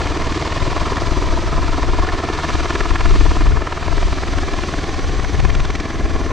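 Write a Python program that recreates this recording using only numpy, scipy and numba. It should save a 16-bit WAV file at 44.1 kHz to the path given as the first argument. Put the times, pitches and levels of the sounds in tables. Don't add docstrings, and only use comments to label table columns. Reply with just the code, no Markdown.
import sys
import numpy as np
from scipy import signal
from scipy.fft import rfft, irfft, next_fast_len
from scipy.io import wavfile
from scipy.ndimage import uniform_filter1d
from numba import njit

SR = 44100
rng = np.random.default_rng(int(sys.argv[2]) if len(sys.argv) > 2 else 0)


def store_wav(level_fs):
    pcm = np.round(np.clip(np.atleast_2d(level_fs), -1, 1) * 32767)
    wavfile.write(sys.argv[1], SR, pcm.T.astype(np.int16))


N = 278712
T = np.arange(N) / SR
BLADE_HZ = 19.683


def undb(db):
    return 10 ** (np.asarray(db) / 20)


def unit(x):
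    return x / np.sqrt(np.mean(x ** 2))


def curves(table):
    s, *columns = np.transpose(table)
    return [np.interp(T, s, c) for c in columns]


def walk(rate):
    hold = int(SR / rate)
    steps = np.repeat(rng.standard_normal(N // hold + 1), hold)
    smooth = uniform_filter1d(uniform_filter1d(steps, hold), hold)
    return unit(smooth[:N])


def shape(x, points, recur=0.):
    hz, db = np.transpose(points)
    size = next_fast_len(N)
    f = np.maximum(np.fft.rfftfreq(size, 1 / SR), 1)
    gain = undb(np.interp(np.log(f), np.log(hz), db))
    gain = gain / (1 - min(recur, .9) * np.exp(-2j * np.pi * f / BLADE_HZ))
    return irfft(rfft(x, size) * gain, size)[..., :N]


def air(points, recur=0.):
    return unit(shape(rng.standard_normal(N), points, recur))


@njit
def lowpass(x, hz, damp):
    y, band, low = np.empty(len(x)), 0., 0.
    for i in range(len(x)):
        g = np.tan(np.pi * hz[i] / SR)
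        v = (band + g * (x[i] - low)) / (1 + g * (g + damp))
        y[i] = low + g * v
        band, low = 2 * v - band, 2 * y[i] - low
    return y


def passage(delay_ms, width_ms, jitter_ms, scatter_db):
    cycle = (T - delay_ms / 1000) * BLADE_HZ
    blade = np.round(cycle).astype(int)
    timing, size = rng.standard_normal((blade.max() + 2, 2))[blade + 1].T
    ms = (cycle - blade) * 1000 / BLADE_HZ - jitter_ms * timing
    bell = np.exp(-.5 * (ms / width_ms) ** 2)
    taper = np.cos(np.pi * (cycle - blade))
    return bell * taper * undb(scatter_db * size)


# (delay [ms], width [ms], level [dB])
THUMP_PULSES = [(3.0, 2.27, -12), (15.5, 1.22, -12.5)]


def thumps():
    pulses = sum(undb(db) * passage(ms, width, 0.13, 0.71) for ms, width, db in THUMP_PULSES)
    return signal.sosfilt(signal.butter(1, 60, "high", fs=SR, output="sos"), pulses)


# (time [s], first rotor: slap level [dB], delay [ms], tip crack level [dB], second rotor: the same three)
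ROTOR_SLAPS = [(0.0, -21.5, 7.8, -36, -21.5, 19.2, -28.5), (0.5, -23, 8.3, -32, -21, 18.1, -27.5),
               (0.85, -14, 5.6, -34, -22, 18, -36), (1.1, -18, 5.9, -33, -25, 19.6, -42),
               (1.5, -18, 4, -41, -28, 16.5, -46), (1.9, -17, 5.1, -38, -23, 16, -43),
               (2.3, -16.5, 3.5, -37, -24, 15.3, -40), (2.7, -24, 5.4, -30, -14, 14.7, -29),
               (3.1, -26, 4.7, -38, -19, 10.5, -43), (3.4, -20, 6, -43.5, -20.5, 13.7, -48),
               (3.9, -27.5, 6.1, -44, -18.5, 17.5, -40), (4.3, -28, 7, -42, -20.5, 16, -36),
               (4.6, -36, 6.7, -40, -19.5, 15, -32.5), (5.05, -36, 7.6, -50, -26.5, 15, -35.5),
               (5.45, -28, 7.3, -46, -19.5, 14.7, -26.5), (5.8, -36, 6.6, -44, -26.5, 13.7, -27),
               (5.95, -26, 4.6, -46, -25.5, 12.2, -38), (6.32, -25.5, 6.2, -46, -25.5, 13, -43)]
# (frequency [Hz], relative level [dB])
SLAP_LOW_COLOUR = [(150, -23), (350, -0.5), (700, 0.5), (1000, 0.5), (1350, -4), (2000, -37), (4000, -72)]
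SLAP_HIGH_COLOUR = [(500, -4.5), (1000, 0), (1500, 8.5), (2300, -2.5), (3500, -13.5), (6000, -24),
                    (9000, -35), (13000, -80)]
CRACK_COLOUR = [(900, -16), (2000, 12), (3000, 3), (5000, -0.5), (7500, -10.5), (10000, -35), (13000, -60)]
# upper part of the slap against the lower [dB], lag of the lower part [ms]
HIGH_DB, LOW_LATE_MS = (-17, -3), (0.4, 1.2)
RAGGED_DB, RAGGED_PER_S = 1.4, 400


def slaps(rotors):
    out = 0
    for (db, ms, crack_db), high_db, late in zip(rotors, HIGH_DB, LOW_LATE_MS):
        low = passage(ms + late, 3.65, 1.2, 1.15) * air(SLAP_LOW_COLOUR, recur=0.38)
        high = passage(ms, 3.0, 1.5, 1.06) * air(SLAP_HIGH_COLOUR)
        level = undb(db + RAGGED_DB * walk(RAGGED_PER_S))
        crack = passage(ms + 0.65, 2.36, 1.5, 2.6) * air(CRACK_COLOUR)
        out = out + level * (low + undb(high_db) * high) + undb(crack_db) * crack
    return out


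# (time [s], level [dB], tip crack against it [dB])
VORTEX_HITS = [(0.767, -8, -24), (0.868, -21, -19), (0.969, -10, -18), (1.07, -11.5, -13),
               (1.526, -23, -17), (1.577, -24, -15), (1.678, -13, -16), (1.83, -9, -15), (2.088, -9, -30),
               (2.188, -14.5, -24), (2.239, -16, -15), (2.288, -9, -20), (2.388, -9, -20),
               (2.435, -11, -23), (2.488, -9.5, -21), (2.704, -6, -22), (2.752, -8, -18),
               (2.906, -9.5, -29), (2.956, -6.5, -22), (3.007, -11.5, -11), (3.057, -5.5, -26),
               (3.409, -9, -25), (3.671, -9, -25), (3.723, -10, -30), (3.828, -15, -30),
               (4.383, -10.5, -25), (4.429, -19, -19), (5.245, -19, -19), (5.394, -17, -21),
               (5.449, -11.5, -18), (5.499, -11.5, -16), (5.549, -13.5, -16), (5.601, -20, -14),
               (5.65, -11, -14), (5.703, -14, -7), (5.751, -12, -12), (5.8, -16.5, -3), (5.855, -17, -13),
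               (6.103, -21, -19)]
HARD_BODY_DB, HARD_TIP_DB, HARD_SHOCK_DB = -9, -5, -1
HARD_RISE_S, HARD_WIDTH_S = 0.001694, 0.0014


def hard_slaps():
    body, tip, shock = np.zeros((3, N))
    for s, db, tip_db in VORTEX_HITS:
        peak_s = s + HARD_RISE_S
        bump = np.exp(-.5 * ((T - s - HARD_RISE_S) / HARD_WIDTH_S) ** 2) * undb(db)
        body = body + bump
        tip = tip + bump * undb(tip_db)
        shock[int(peak_s * SR)] = undb(db)
    shock = shape(shock, SLAP_HIGH_COLOUR)
    shock = shock * body.max() / shock.max()
    torn = (air(SLAP_HIGH_COLOUR) + air(SLAP_LOW_COLOUR)) / np.sqrt(2)
    cracks = undb(HARD_TIP_DB) * tip * air(CRACK_COLOUR)
    return undb(HARD_BODY_DB) * body * torn + cracks + undb(HARD_SHOCK_DB) * shock


# (time [s], level [dB])
SWISH_LEVEL = [(0, -30), (.5, -24.5), (.9, -23), (1.5, -30), (2.2, -22.5), (3.0, -26.5), (3.6, -47),
               (4.5, -32), (5.4, -41), (6.32, -29)]
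# (frequency [Hz], relative level [dB per Hz])
SWISH_AIR = [(400, -22), (700, -7), (1100, 5.5), (1500, -5), (2500, -14.5), (5000, -17.5), (9000, -47)]


def swish():
    level_db, = curves(SWISH_LEVEL)
    return undb(level_db) * passage(45.5, 6, 4.0, 2.1) * air(SWISH_AIR)


# (time [s], level [dB])
DOWNWASH_LEVEL = [(0.0, -27.5), (0.35, -25.5), (0.65, -30.5), (1.3, -24.5), (1.65, -33.5), (2.2, -25.5),
                  (3.1, -27), (3.75, -35), (4.45, -26.5), (5.1, -26), (5.55, -30), (6.32, -26.5)]
# (frequency [Hz], relative level [dB per Hz])
DOWNWASH_COLOUR = [(60, -30), (130, -20), (210, 1.5), (300, 10), (400, 3.5), (520, 1.5), (800, -49),
                   (2000, -70)]
WASH_LATE_MS = (2.7, 2.6)


def wash(rotors):
    level_db, = curves(DOWNWASH_LEVEL)
    louder_db = np.maximum(rotors[0][0], rotors[1][0])
    sweep = 0.35
    for (slap_db, ms, _), late in zip(rotors, WASH_LATE_MS):
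        sweep = sweep + undb(0.22 * (slap_db - louder_db)) * passage(ms + late, 4.3, 2.8, 0.66)
    return undb(level_db) * unit(sweep * air(DOWNWASH_COLOUR, recur=0.69))


def drone():
    hum = np.sqrt(2) * np.sin(2 * np.pi * 4 * BLADE_HZ * T)
    return hum * undb(-34.5 + 2.0 * walk(2.97))


# (time [s], hiss level [dB], whine level [dB])
TURBINE_LEVELS = [(0.0, -33, -48), (0.15, -35.5, -48), (0.45, -34, -50), (0.8, -34, -52), (1.1, -35, -44.5),
                  (1.5, -35, -48), (1.9, -35.5, -50), (2.25, -36.5, -50), (2.55, -33, -46), (2.8, -34, -45),
                  (3.1, -33.5, -49), (3.35, -33.5, -48), (3.65, -38, -52), (4.0, -34.5, -50),
                  (4.3, -36, -46.5), (4.65, -35.5, -46.5), (5.0, -36, -46), (5.4, -37.5, -46),
                  (5.75, -39.5, -49.5), (6.05, -40, -47), (6.32, -38.5, -50)]
# (frequency [Hz], relative level [dB per Hz])
ROAR_COLOUR = [(60, -14), (130, 4.5), (200, -4), (500, -4), (1000, -8), (1500, -11), (2200, -16.5),
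               (3500, -36.5), (8000, -51), (12000, -93)]
HISS_COLOUR = [(1000, -1.5), (2000, 1), (3000, -0.5), (4700, -2), (5600, -6.5), (7000, -10), (8000, -14.5),
               (9000, -21.5), (10000, -28), (12000, -31), (14000, -40)]
WHINE_COLOUR = [(5300, -24), (5700, -8), (5880, 0), (6080, 0), (6300, -8), (6900, -26)]
ROAR_DB, ROAR_FADE_DB_PER_S, ROAR_SETTLES_S = -25, 0.73, 3.8


def engines():
    hiss_db, whine_db = curves(TURBINE_LEVELS)
    roar_db = ROAR_DB - ROAR_FADE_DB_PER_S * np.minimum(T, ROAR_SETTLES_S)
    roar_chop = 1 + .5 * passage(7.5, 37.0, 3.8, 1.4)
    roar = roar_chop * air(ROAR_COLOUR, recur=0.33) * undb(roar_db + 0.23 * walk(3.8))
    hiss_chop = 1 + 0.4 * passage(1.8, 26.0, 22.0, 1.0)
    hiss = hiss_chop * air(HISS_COLOUR) * undb(hiss_db + .5 * walk(7.9))
    whine_chop = 1.1 + passage(3.1, 6.8, 2.7, 1.5)
    whine = unit(whine_chop * air(WHINE_COLOUR)) * undb(whine_db + 1.1 * walk(14))
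    return roar + hiss + whine


GROUND_SHARE, GROUND_HZ, BOUNCE_MS = 0.24, 2090, 2.882


def ground(x):
    lag = (BOUNCE_MS + 0.1 * walk(2.46)) * SR / 1000
    late = np.interp(np.arange(N) - lag, np.arange(N), x)
    late = signal.sosfilt(signal.butter(1, GROUND_HZ, fs=SR, output="sos"), late)
    return (x + GROUND_SHARE * late) / np.sqrt(1 + GROUND_SHARE ** 2)


# (frequency [Hz], gain at first [dB], gain midway [dB], gain at last [dB])
PATH_COLOURS = [(120, 0, -2, -1.5), (180, -1, -2, 0.5), (241, -2, -1.5, 0), (307, 0.5, 0, -1.5),
                (408, -1.5, 0, -1), (463, -3.5, -2.5, -3.5), (526, -5, -8, -4), (683, -1, -1, -1.5),
                (754, -4.5, -3, -1.5), (815, -6.5, -8.5, -1.5), (898, 0.5, -2, -8), (1010, 1, 0, -2),
                (1104, -1.5, -2, 1.5), (1220, -.5, 2, -1.5), (1350, -4, -1, -4.5), (1573, -4.5, -5, -3.5),
                (1737, 0.5, 3, 1.5), (1980, -1.5, -3, -0.5), (2060, -2, -1, -1), (2330, 2, 2.5, 2.5),
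                (2570, 0, 1, 0), (3150, 1.5, 1.5, 2)]
# (middle [s], length [s])
COLOUR_FADES = [(1.7, 0.91), (4.12, 0.94)]


def path(x):
    hz, *colours = np.transpose(PATH_COLOURS)
    once, twice = (np.clip((T - s) / length + .5, 0, 1) for s, length in COLOUR_FADES)
    shares = (1 - once, once - twice, twice)
    return sum(share * shape(x, np.c_[hz, db]) for share, db in zip(shares, colours))


# (frequency [Hz], gain [dB])
WALL_COLOUR = [(300, -32), (480, -19.5), (800, -32.5), (1450, -24.5), (2000, -27), (3500, -17), (8000, -16),
               (12000, -29)]


def walls(craft):
    lag_s = np.arange(SR // 10) / SR
    scatter = rng.standard_normal(len(lag_s)) * np.exp(-lag_s / 0.048) * (lag_s > .012)
    echo = signal.fftconvolve(craft, scatter / np.linalg.norm(scatter))[:N]
    return shape(echo * walk(140), WALL_COLOUR)


# (frequency [Hz], relative level [dB per Hz])
EDDY_COLOUR = [(2, -50), (8, -14), (16, -4), (26, 0), (40, -.5), (60, -3), (100, -4), (300, -9)]
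# (frequency [Hz], relative level [dB per Hz])
SMALL_EDDY_COLOUR = [(50, -15), (100, 2.5), (160, -2.5), (250, -17.5), (400, -31), (700, -60)]
SMALL_DB, SMALL_GROWTH = -37, 1.33


def buffet(db):
    edge_hz = np.clip(74.5 + 0.98 * (db + 27.5), 30, 105)
    rumble = air(EDDY_COLOUR)
    for damp in (1.5, 1.2):
        rumble = lowpass(rumble, edge_hz, damp)
    small = air(SMALL_EDDY_COLOUR) * undb(SMALL_DB + SMALL_GROWTH * (db + 19))
    return unit(rumble) * undb(db) + small


# (time [s], strength [dB], lean to the left microphone [dB])
GUST_LEVELS = [(0.0, -26.5, 7), (0.25, -24, 0), (0.45, -31, 0), (0.62, -22.5, 6), (1.15, -23, 7),
               (1.35, -17, 3), (1.7, -19.5, 5), (2.0, -16.5, 3), (2.08, -22, 1), (2.17, -24, -2),
               (2.22, -30, 7), (2.45, -28, 7), (2.58, -16.5, 3), (2.72, -24, 5), (2.92, -16.5, 9.5),
               (2.99, -21.5, 1), (3.08, -11, 4), (3.22, -12, 5), (3.36, -14.5, 1), (3.44, -13, 2),
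               (3.56, -12.5, 6), (3.63, -27, 10), (3.75, -31, 5), (3.93, -17, 11), (4.0, -21.5, 3),
               (4.07, -15.5, 4), (4.2, -25, 1), (4.37, -18.5, 3.5), (4.65, -27.5, 5), (4.95, -23.5, 4),
               (5.11, -17.5, 1), (5.25, -24.5, 11.5), (5.4, -12.5, 7.5), (5.55, -15, 7.5), (5.68, -19, 3),
               (5.86, -31, 6), (6.04, -19, 2), (6.32, -25, 6)]
LEFT_DB, RIGHT_DB = 3, -2.5
LEFT_FLUTTER_DB, RIGHT_FLUTTER_DB = 0.94, 2.5
EDDY_LAG_MS, EDDY_SHARE, EDDY_HOLDS_HZ = 4.2, 0.9, 126


def wind():
    gust_db, lean_db = curves(GUST_LEVELS)
    left = buffet(gust_db + lean_db / 2 + LEFT_DB + LEFT_FLUTTER_DB * walk(11))
    right = buffet(gust_db - lean_db / 2 + RIGHT_DB + RIGHT_FLUTTER_DB * walk(11))
    large = signal.sosfiltfilt(signal.butter(1, EDDY_HOLDS_HZ, fs=SR, output="sos"), left)
    drifted = np.interp(T - EDDY_LAG_MS / 1000, T, large) * undb(-lean_db)
    return np.array([left, right + EDDY_SHARE * drifted])


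# (frequency [Hz], gain [dB])
RIGHT_COLOUR = [(250, -0.38), (1000, 0.22), (8000, 1.3)]


def scene():
    rotors = np.reshape(curves(ROTOR_SLAPS), (2, 3, N))
    craft = thumps() + slaps(rotors) + hard_slaps() + swish() + wash(rotors) + drone() + engines()
    centre = path(ground(craft))
    echo = walls(craft)
    return np.array([centre + echo, shape(centre, RIGHT_COLOUR) - echo]) + wind()


# (frequency [Hz], gain [dB])
MIC_RESPONSE = [(8000, -1.5), (10000, -2.5), (11500, -9), (12500, -17), (13300, -24), (15000, -30)]
TOP_HZ = 15600


def record(dry):
    clipped = np.clip(shape(dry, MIC_RESPONSE), -1, 1)
    return signal.sosfilt(signal.ellip(8, .2, 70, TOP_HZ, fs=SR, output="sos"), clipped)


dry = scene()
out = record(dry)
store_wav(out)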